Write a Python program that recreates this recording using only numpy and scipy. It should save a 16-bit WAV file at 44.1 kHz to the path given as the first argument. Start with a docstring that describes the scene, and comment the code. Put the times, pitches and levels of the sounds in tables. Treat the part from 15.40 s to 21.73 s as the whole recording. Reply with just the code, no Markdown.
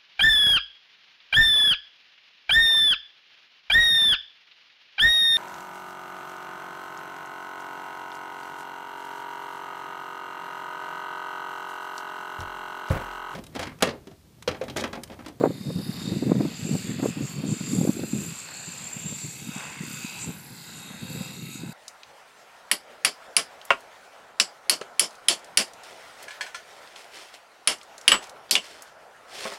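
"""Model helicopter in the wind

A small electric model helicopter hovers and spins round over a park. Its gears whine at multiples
of the rotor speed, teeth and blades chatter once and twice a turn, and each part swells as the
machine turns its side. Puffs of wind shed eddies (little swirls of air) on the microphone opening,
heard as short low thuds that brighten with the wind."""
import sys
import numpy as np
from scipy import signal
from scipy.fft import rfft, irfft, next_fast_len
from scipy.io import wavfile
from scipy.ndimage import uniform_filter1d, map_coordinates

SR = 44100
rng = np.random.default_rng(int(sys.argv[2]) if len(sys.argv) > 2 else 0)


def store_wav(level_fs):
    """Save 16-bit WAV to argv[1]."""
    pcm = np.round(np.clip(np.atleast_2d(level_fs), -1, 1) * 32767)
    wavfile.write(sys.argv[1], SR, pcm.T.astype(np.int16))


N = 279153

# How fast the gear teeth meet (mesh), as heard in flight. 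Each row: time in seconds, rate in Hz.
MESH_RATE = [(0, 3711.4), (0.8, 3709.2), (1.2, 3701.6), (2, 3696.1), (3.2, 3694.0), (3.8, 3701.3),
             (4, 3727.5), (4.15, 3729.5), (4.55, 3685.0), (4.8, 3686.0), (5, 3724.5), (5.3, 3757.5),
             (5.7, 3761.3), (6.1, 3772.0), (6.33, 3764.5)]
# Loudness of the tone at that rate. Each row: time in seconds, level in dB.
MESH_LEVEL = [(0, -59), (.12, -54.5), (.5, -54), (.67, -45), (.8, -59), (1.2, -57), (1.7, -66), (2.1, -57),
              (2.35, -55), (2.55, -66), (2.8, -59), (3.1, -65.5), (3.33, -59), (3.6, -72), (3.95, -66),
              (4.1, -44), (4.2, -48), (4.3, -63), (4.65, -62), (5.1, -72), (5.43, -52), (6.12, -53),
              (6.33, -64)]
# Side tones that make it throb. Each row: time in seconds, level in dB above the mesh tone.
THROB_LEVEL = [(0, -2.5), (2, -0.5), (3.6, -11), (4, -8), (5.2, -6), (6.33, -7)]
# Whines as the machine turns. 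Each row: time in seconds, then in dB the tail gear above the
# tail wash, twice the mesh rate above the rasp, three times the mesh rate above the hiss.
WHINE_LEVELS = [(0, -17, 0, -7), (.3, -24, -11, -7), (.67, -1, 1, -3), (.95, -11, -4, -7),
                (1.2, -5, 3, -10), (1.8, -9, 1, -16), (2.3, -7.5, 1.5, -7), (2.9, -7, 2, -11),
                (3.82, -4, 7.5, -21), (4.1, -2.5, -13, -4), (4.35, -3, -5, -12), (4.75, -0.5, -9, -39),
                (5.05, -8, -7, -1.5), (5.25, 1, -21, -9), (5.4, -6, -13, -3), (5.7, 1, -14, -5),
                (6.14, 5, -13, -6), (6.33, -4, -18, -12)]
# Blur of the whine at twice the mesh rate. Each row: time in seconds, noisy share from 0 to 1.
SECOND_BLUR = [(0, 0.33), (3.3, 0.36), (3.55, 0.86), (4, 0.8), (4.4, 0.6), (5.2, 0.4), (5.4, 0), (6.33, 0)]
# The tones in six whines. Each row: multiple of the tail or mesh rate, shift in steps of the rotor
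# rate, shift in steps of the pinion (small motor gear) rate, relative level in dB.
TAIL_TONES = [(10, 0, 0, -9), (18, 0, 0, -9), (19, 0, 0, -8), (20, 0, 0, 0), (21, 0, 0, -2),
              (22, 0, 0, -12)]
HUM_TONES = [(4, 0, 0, 0), (6, 0, 0, -8)]
MESH_TONES = [(1, 0, 0, 0)]
THROB_TONES = [(1, -2, 0, -3.5), (1, -1, 0, 0), (1, 1, 0, -8.5), (1, 0, -1, -9.5), (1, 0, 1, -6.5)]
SECOND_TONES = [(2, -2, 0, -9), (2, -1, 0, 0), (2, 0, 0, -4), (2, 1, 0, -6), (2, 2, 0, -11), (2, 5, 0, -14),
                (2, 0, -2, -12), (2, 1, -2, -15), (2, -1, -1, -15), (2, 0, -1, -11), (2, 1, -1, -14),
                (2, -2, 2, -16), (2, 0, 2, -14)]
THIRD_TONES = [(3, 0, -3, -10), (3, 0, -1, -3), (3, -1, 0, -7), (3, 0, 0, 0), (3, 1, 0, -8), (3, 0, 1, -4)]

# Four rushing noises. Each row: time in seconds, then levels in dB of the blade wash (pushed air),
# tail wash, frame rattle and rotor head knocks.
RUSH_LEVELS = [(0.0, -55, -69, -59, -56), (0.05, -54.5, -60, -61, -64), (0.26, -54.5, -60.5, -57, -52.5),
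               (0.62, -49, -54.5, -53, -46.5), (0.93, -54.5, -54.5, -61, -56.5),
               (1.09, -48.5, -49.5, -52.5, -50.5), (1.41, -50.5, -48, -55, -49),
               (1.53, -49, -48, -56.5, -56), (2.03, -52, -53, -56, -54), (2.34, -49, -49, -54.5, -48.5),
               (2.52, -52, -51.5, -53.5, -55.5), (3.4, -49.5, -50, -57, -54.5), (4.05, -55, -51, -56, -57),
               (4.2, -43, -43.5, -59, -53), (4.37, -46, -47.5, -56, -54), (4.48, -49.5, -48.5, -54, -51.5),
               (4.78, -46.5, -44.5, -49, -56), (5.02, -52, -57.5, -63, -61), (5.2, -52, -62, -57, -52),
               (5.46, -52, -55.5, -53, -60), (5.87, -51, -52, -50, -52), (5.99, -52, -60.5, -50.5, -59),
               (6.1, -54.5, -53, -53, -57), (6.33, -53, -60.5, -58, -59)]
# Two more, gear rasp and motor hiss. Each row: time in seconds, level in dB.
RASP_LEVEL = [(0.0, -59), (0.56, -56.5), (0.63, -53), (0.88, -56.5), (1.41, -44.5), (1.59, -54.5),
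              (1.66, -42.5), (1.78, -55), (1.87, -43.5), (2.03, -58), (2.11, -43), (2.19, -48.5),
              (2.34, -41), (2.63, -48.5), (2.82, -42), (2.92, -49.5), (3.0, -43.5), (3.12, -53.5),
              (3.15, -46), (3.75, -46.5), (3.79, -43.5), (4.11, -47), (4.18, -42), (4.37, -51),
              (4.53, -43.5), (4.76, -48.5), (4.83, -39), (4.95, -54), (5.08, -57), (5.39, -48), (5.53, -53),
              (5.77, -47.5), (6.08, -53.5), (6.15, -45), (6.24, -55), (6.33, -54)]
HISS_LEVEL = [(0.0, -61.5), (0.37, -55.5), (0.44, -50.5), (0.93, -61), (1.41, -50.5), (1.57, -59),
              (1.66, -50), (1.76, -58), (1.92, -51.5), (1.97, -58), (2.27, -53), (2.33, -45.5),
              (2.73, -51.5), (2.84, -48.5), (3.08, -58), (4.02, -51), (4.39, -58.5), (4.48, -48.5),
              (5.59, -57), (5.73, -50.5), (5.98, -56), (6.15, -51), (6.24, -59), (6.33, -57)]
# Those six noises in order. 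Each row: low and high edge in Hz, share that repeats every turn, beats.
# Each beat: place in turns, height, width in turns.
RUSH_PARTS = [(216, 2065, 0.054, [(.13, 0.92, 0.046), (.63, 0.63, 0.02)]),
              (2150, 3490, 0.013, [(.13, 0.39, 0.055), (.63, 0.18, 0.014)]),
              (2960, 4300, 0.29, [(1, 0.52, 0.058), (0.58, 0.42, 0.024), (0.87, 0.97, 0.049)]),
              (4450, 5600, 0.4, [(.985, 5.5, .02), (.31, 1.3, .025), (.485, 2.6, .022), (.8, 2.6, .03)]),
              (5600, 8900, 0.18, [(.25, .6, 0.086), (.76, .9, 0.018)]),
              (9260, 35300, 0.043, [(.8, 0.5, 0.14)])]
# Rattle and knocks come later and are partly hidden as the machine swings round.
# Each row: time in seconds, lag in turns, beat strength from 0 to 1.
HEADING = [(0, 0, 1), (1, 0, .9), (1.5, 0, .65), (3.8, .07, .45), (4.6, .34, .55), (5.1, .52, .9),
           (5.35, .54, .9), (5.5, .6, .2), (6.33, .7, .2)]
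# Tone colour of the rushing noises. Each row: frequency in Hz, gain in dB.
RUSH_COLOUR = [(200, -10.5), (550, -5.5), (1900, -5), (2600, -0.5), (3150, -8.5), (4300, 0), (4850, -1),
               (5300, -12), (6500, -8), (6750, -2.5), (7200, -1.5), (7370, 2), (7550, -2.5), (8100, -3),
               (9500, -13), (11300, -10.5), (15200, -15)]
# Ground echo, stronger when the machine is farther out. Each row: time in seconds, gain from 0 to 1.
ECHO_GAIN = [(0, 0), (3.9, .1), (4.2, .3), (5, .45), (6.33, .45)]

# The strongest eddies. Each row: time in seconds, thud level in dB, pitch in Hz, snap level in dB.
# eddies() adds a fixed trim to both levels.
STRONG_EDDIES = [(0.013, -23, 442, -18.5), (0.04, -11, 328, -8), (0.059, -16, 595, -14),
                 (0.076, -15.5, 274, -30), (0.108, -21.5, 288, -28.5), (0.305, -28, 278, -28.5),
                 (0.372, -18.5, 160, -42), (0.388, -19, 210, -44), (0.496, -18.5, 187, -57),
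                 (0.686, -25, 204, -44), (0.721, -20, 179, -32), (0.739, -19.5, 248, -39),
                 (0.772, -17, 189, -51), (0.872, -17.5, 267, -41), (0.898, -16, 240, -23.5),
                 (0.919, -8.5, 272, -16.5), (0.949, -22, 189, -40), (0.983, -21, 218, -41),
                 (1.01, -14.5, 256, -20.5), (1.053, -16.5, 282, -26.5), (1.315, -16.5, 218, -33),
                 (1.353, -17, 210, -26.5), (1.6, -22, 266, -26), (1.635, -19, 229, -19.5),
                 (1.66, -18, 342, -17), (1.773, -21.5, 255, -34.5), (1.811, -21, 260, -41),
                 (2.04, -19, 253, -31), (2.091, -20, 175, -40), (2.212, -20.5, 209, -35),
                 (2.336, -13.5, 230, -45), (2.368, -19, 205, -50), (2.389, -21, 221, -45),
                 (2.415, -14.5, 230, -27.5), (2.433, -19, 330, -33), (2.452, -16, 410, -32),
                 (2.476, -14, 259, -25.5), (2.495, -10, 255, -26), (2.571, -22.5, 312, -37),
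                 (2.596, -22, 290, -31), (2.637, -22.5, 336, -31), (2.736, -15, 228, -38),
                 (3.569, -27.5, 184, -59), (3.66, -31, 170, -54), (3.728, -27, 193, -38),
                 (3.848, -30.5, 180, -51), (4.093, -24.5, 210, -52), (4.165, -26, 204, -56),
                 (4.41, -25, 183, -57), (4.649, -25, 218, -59), (4.894, -28.5, 165, -44),
                 (5.633, -23.5, 186, -43), (5.706, -29, 206, -49), (5.752, -28, 188, -49),
                 (5.813, -20.5, 177, -38), (6.237, -25, 268, -44), (6.295, -27, 198, -45)]
# Puffs of wind. Each row: centre in seconds, half length in seconds, level in dB.
WIND_PUFFS = [(0.034, 0.085, -23.5), (0.269, 0.055, -26.5), (0.386, 0.027, -25.5), (0.487, 0.015, -27.5),
              (0.754, 0.14, -26), (0.923, 0.087, -23.5), (1.04, 0.041, -26), (1.26, 0.072, -29),
              (1.363, 0.037, -26), (1.49, 0.061, -33), (1.629, 0.052, -21.5), (1.826, 0.045, -27),
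              (2.06, 0.086, -27.5), (2.343, .06, -25), (2.458, 0.057, -24), (2.62, 0.04, -36),
              (2.777, 0.056, -31.5), (2.887, 0.038, -40.5), (3.29, 0.018, -43), (3.445, 0.025, -43),
              (3.69, 0.072, -36.5), (3.86, 0.023, -38), (4.066, .04, -37.5), (4.182, 0.017, -40),
              (4.3, .025, -45), (4.418, 0.034, -35), (4.497, 0.062, -38), (4.91, 0.085, -41),
              (5.114, 0.018, -49), (5.527, .03, -36.5), (5.634, 0.024, -43), (5.767, 0.07, -35),
              (5.95, 0.035, -42.5), (6.077, 0.016, -46), (6.25, 0.14, -36.5)]
# Wind between the puffs. Each row: time in seconds, level in dB.
LULL_LEVEL = [(0, -40), (2.6, -40), (3.1, -54.5), (3.6, -51.5), (5.3, -48), (6.33, -50)]
# Tone colours of the wind, deep to bright. Each row: frequency in Hz, gain in dB.
RUMBLE_COLOUR = [(20, -24), (60, -13.5), (110, -5), (150, 1), (250, -11), (400, -57)]
THUD_COLOUR = [(25, -46), (60, -31), (120, 2), (180, 5), (280, -3.5), (450, -10.5), (900, -48.5)]
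SNAP_COLOUR = [(150, -38), (450, 3.5), (800, -8.5), (1300, -17.5), (2300, -29.5), (4000, -68)]

MAIN_TEETH, PINION_TEETH, TAIL_RATIO = 112, 11, 3.8535  # ratio: tail turns for each rotor turn
TIGHT_SPOT = .77  # place in turns where the out-of-round main gear presses hardest
HUM_CENTRE_S, HUM_WIDTH_S, HUM_DB = 5.78, 0.14, -54  # a low tail rotor hum comes through once
ECHO_DELAY_S, ECHO_LOW_HZ, ECHO_TOP_HZ = .00167, 764, 2470
SMALL_EDDIES_PER_S, SMALL_EDDY_HZ, SCATTER_DB = 30, 201.7, 2.5


def gears(turns):
    """Meeting teeth whine: the tail drive, and the main gear at 1, 2 and 3 times its mesh rate."""
    tail_db, second_db, third_db = curves(WHINE_LEVELS)
    mesh_db = curves(MESH_LEVEL)[0]
    hum_db = HUM_DB - 6 * ((np.arange(N) / SR - HUM_CENTRE_S) / HUM_WIDTH_S) ** 2
    whines = [(curves(RUSH_LEVELS)[1] + tail_db, TAIL_TONES, TAIL_RATIO, .015),
              (hum_db, HUM_TONES, TAIL_RATIO, .015),
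              (mesh_db, MESH_TONES, MAIN_TEETH, .03),
              (mesh_db + curves(THROB_LEVEL)[0], THROB_TONES, MAIN_TEETH, .015),
              (curves(RASP_LEVEL)[0] + second_db, SECOND_TONES, MAIN_TEETH, curves(SECOND_BLUR)[0]),
              (curves(HISS_LEVEL)[0] + third_db, THIRD_TONES, MAIN_TEETH, .1)]
    return sum(amp(db + .8 * wobble(7)) * whine(turns, tones, cycles_per_turn, blur)
               for db, tones, cycles_per_turn, blur in whines)


def whine(turns, tones, cycles_per_turn, blur):
    """Tones tied to the rotor. Close ones throb together; blur turns a share into narrow noise."""
    out = np.zeros(N)
    for multiple, rotor, pinion, db in tones:
        cycles = multiple * cycles_per_turn + rotor + pinion * MAIN_TEETH / PINION_TEETH
        angle = 2 * np.pi * cycles * (turns - TIGHT_SPOT) + 0.53 * wobble(4.14)
        size = np.sqrt(1 - blur) * (1 + 0.21 * wobble(6.3)) + np.sqrt(blur) * wobble(45)
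        out += amp(db) * size * np.sin(angle)
    return unit(out)


def rush(turns):
    """Six parts of the machine each make a band of noise that beats as the rotor turns."""
    repeating, out = unit(chatter(turns)), np.zeros(N)
    heading, steady = curves(HEADING), (0, 1)
    views = [steady, steady, heading, heading, steady, steady]
    levels = [*curves(RUSH_LEVELS), *curves(RASP_LEVEL), *curves(HISS_LEVEL)]
    for db, (lag, strength), (low_hz, high_hz, share, beats) in zip(levels, views, RUSH_PARTS):
        pulses = sum(height * np.exp(-.5 * (((turns - lag - at + .5) % 1 - .5) / width) ** 2)
                     for at, height, width in beats)
        noise = np.sqrt(share) * repeating + np.sqrt(1 - share) * rng.standard_normal(N)
        beating = noise * (1 + strength * pulses) * (1 + 0.087 * wobble(25))
        edges = lambda hz: np.sqrt((1 + (low_hz / (hz + 1)) ** 24) * (1 + (hz / high_hz) ** 24))
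        out += amp(db) * unit(filtered(beating, lambda hz: colour_gain(RUSH_COLOUR, hz) / edges(hz)))
    return patchy(out, depth_db=2.13)


def chatter(turns):
    """Flaws in the teeth come back every turn; the pattern drifts with the angle of view."""
    steps, drift = 1024, np.arange(N) / SR * 1.3
    patterns = rng.standard_normal((int(drift[-1]) + 2, steps + 1))
    return map_coordinates(patterns, [drift, turns % 1 * steps], order=1)


def patchy(x, depth_db):
    """Moving air and the turning body shift the colour in patches a few hundred Hz wide."""
    spectra = signal.stft(x, nperseg=512)[2]
    patches = uniform_filter1d(rng.standard_normal(spectra.shape), size=4, axis=0)  # across pitch
    patches = uniform_filter1d(patches, size=36, axis=1)  # across time
    return signal.istft(spectra * amp(depth_db * unit(patches)), nperseg=512)[1][:N]


def with_ground_echo(x):
    """The direct sound plus a dull, late, upside-down copy off the grass."""
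    band = lambda hz: 1 / np.sqrt((1 + (hz / ECHO_TOP_HZ) ** 6) * (1 + (ECHO_LOW_HZ / (hz + 1)) ** 4))
    echo = filtered(x, lambda hz: np.exp(-2j * np.pi * hz * ECHO_DELAY_S) * band(hz))
    return x - curves(ECHO_GAIN)[0] * echo


def eddies():
    """Each eddy swings the air pressure about twice, a thud torn by a short ragged snap."""
    half = 1024
    t = np.arange(-half, half) / SR
    thuds, snaps = np.zeros((2, N + 2 * half))
    rows = [*small_eddies(), *STRONG_EDDIES]
    for (s, db, hz, snap_db), phase in zip(rows, rng.uniform(0, 2 * np.pi, len(rows))):
        at = slice(round(s * SR), round(s * SR) + 2 * half)
        swell = np.exp(-.5 * (t * hz / 0.54) ** 2)
        thuds[at] += amp(db + 0.7) * swell * np.sin(2 * np.pi * hz * t + phase)
        snaps[at] += amp(snap_db - 5.5) * np.exp(-np.abs(t) / 0.0048)
    return thuds[half:half + N] + snaps[half:half + N] * coloured_noise(SNAP_COLOUR)


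def small_eddies():
    """Random rows like those of STRONG_EDDIES, louder when the wind is stronger."""
    count = int(SMALL_EDDIES_PER_S * N / SR)
    times = (np.arange(count) + rng.uniform(0, 1, count)) / SMALL_EDDIES_PER_S
    size, pitch, tear = rng.standard_normal((count, 3)).T
    db = gust_db()[(times * SR).astype(int)] + 2.5 + SCATTER_DB * size
    snap_db = db - 19.5 + SCATTER_DB * (pitch + tear)
    return np.transpose([times, db, SMALL_EDDY_HZ * np.exp(0.19 * pitch), snap_db])


def wind():
    """Air presses unevenly on the microphone opening; stronger flow sounds brighter."""
    level_db = gust_db()
    lumps_db = 3.95 * wobble(17) + 2.27 * wobble(45)
    rumble = amp(0.52 * level_db - 25.5) * coloured_noise(RUMBLE_COLOUR, 0.64 * lumps_db)
    thud = amp(level_db - 5.5) * coloured_noise(THUD_COLOUR, lumps_db)
    snap = amp(1.3 * level_db - 19.5) * coloured_noise(SNAP_COLOUR, 0.93 * lumps_db)
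    return rumble + thud + snap


def gust_db():
    """Strength of the wind: the lulls plus the smooth rise and fall of every puff."""
    t = np.arange(0, N / SR, .002)
    puffs = sum(amp(db - 7.2 * ((t - s) / half) ** 2) for s, half, db in WIND_PUFFS)
    return 20 * np.log10(amp(curves(LULL_LEVEL)[0]) + np.interp(np.arange(N) / SR, t, puffs))


def coloured_noise(colour, swell_db=0):
    """Noise that follows swell_db, given a tone colour and scaled to level 1."""
    return unit(filtered(rng.standard_normal(N) * amp(swell_db), lambda hz: colour_gain(colour, hz)))


def colour_gain(colour, hz):
    """Gain of a tone colour table at these frequencies."""
    row_hz, row_db = np.transpose(colour)
    return amp(np.interp(np.log(hz + 1), np.log(row_hz + 1), row_db))


def amp(db):
    """Turn dB into a gain."""
    return 10 ** (np.asarray(db) / 20)


def unit(x):
    """Scale x to an average (rms) level of 1."""
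    return x / np.sqrt(np.mean(x ** 2) + 1e-20)


def curves(rows):
    """One value per sample for each column after the time."""
    times, *columns = np.transpose(rows)
    return [np.interp(np.arange(N) / SR, times, column) for column in columns]


def wobble(rate):
    """A smooth curve through `rate` random points a second."""
    at = np.arange(0, N + 64, 64)
    points = rng.standard_normal(int(N * rate / SR) + 4)
    return np.interp(np.arange(N), at, map_coordinates(points, [at * rate / SR]))


def filtered(x, response):
    """Multiply each frequency in x by response(hz)."""
    size = next_fast_len(N + 8192)
    return irfft(rfft(x, size) * response(np.fft.rfftfreq(size, 1 / SR)), size)[..., :N]


def scene():
    """The helicopter in the open, with wind at the microphone."""
    turns = np.cumsum(curves(MESH_RATE)[0]) / SR / MAIN_TEETH  # rotor turns so far
    return (gears(turns) + with_ground_echo(rush(turns)) + wind() + eddies())[None]


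def record(dry):
    """The microphone weakens bass below 85 Hz and keeps nothing above 15260 Hz."""
    return filtered(dry, lambda hz: (hz < 15260) / np.sqrt(1 + (85 / (hz + 1)) ** 4))


dry = scene()
out = record(dry)
store_wav(out)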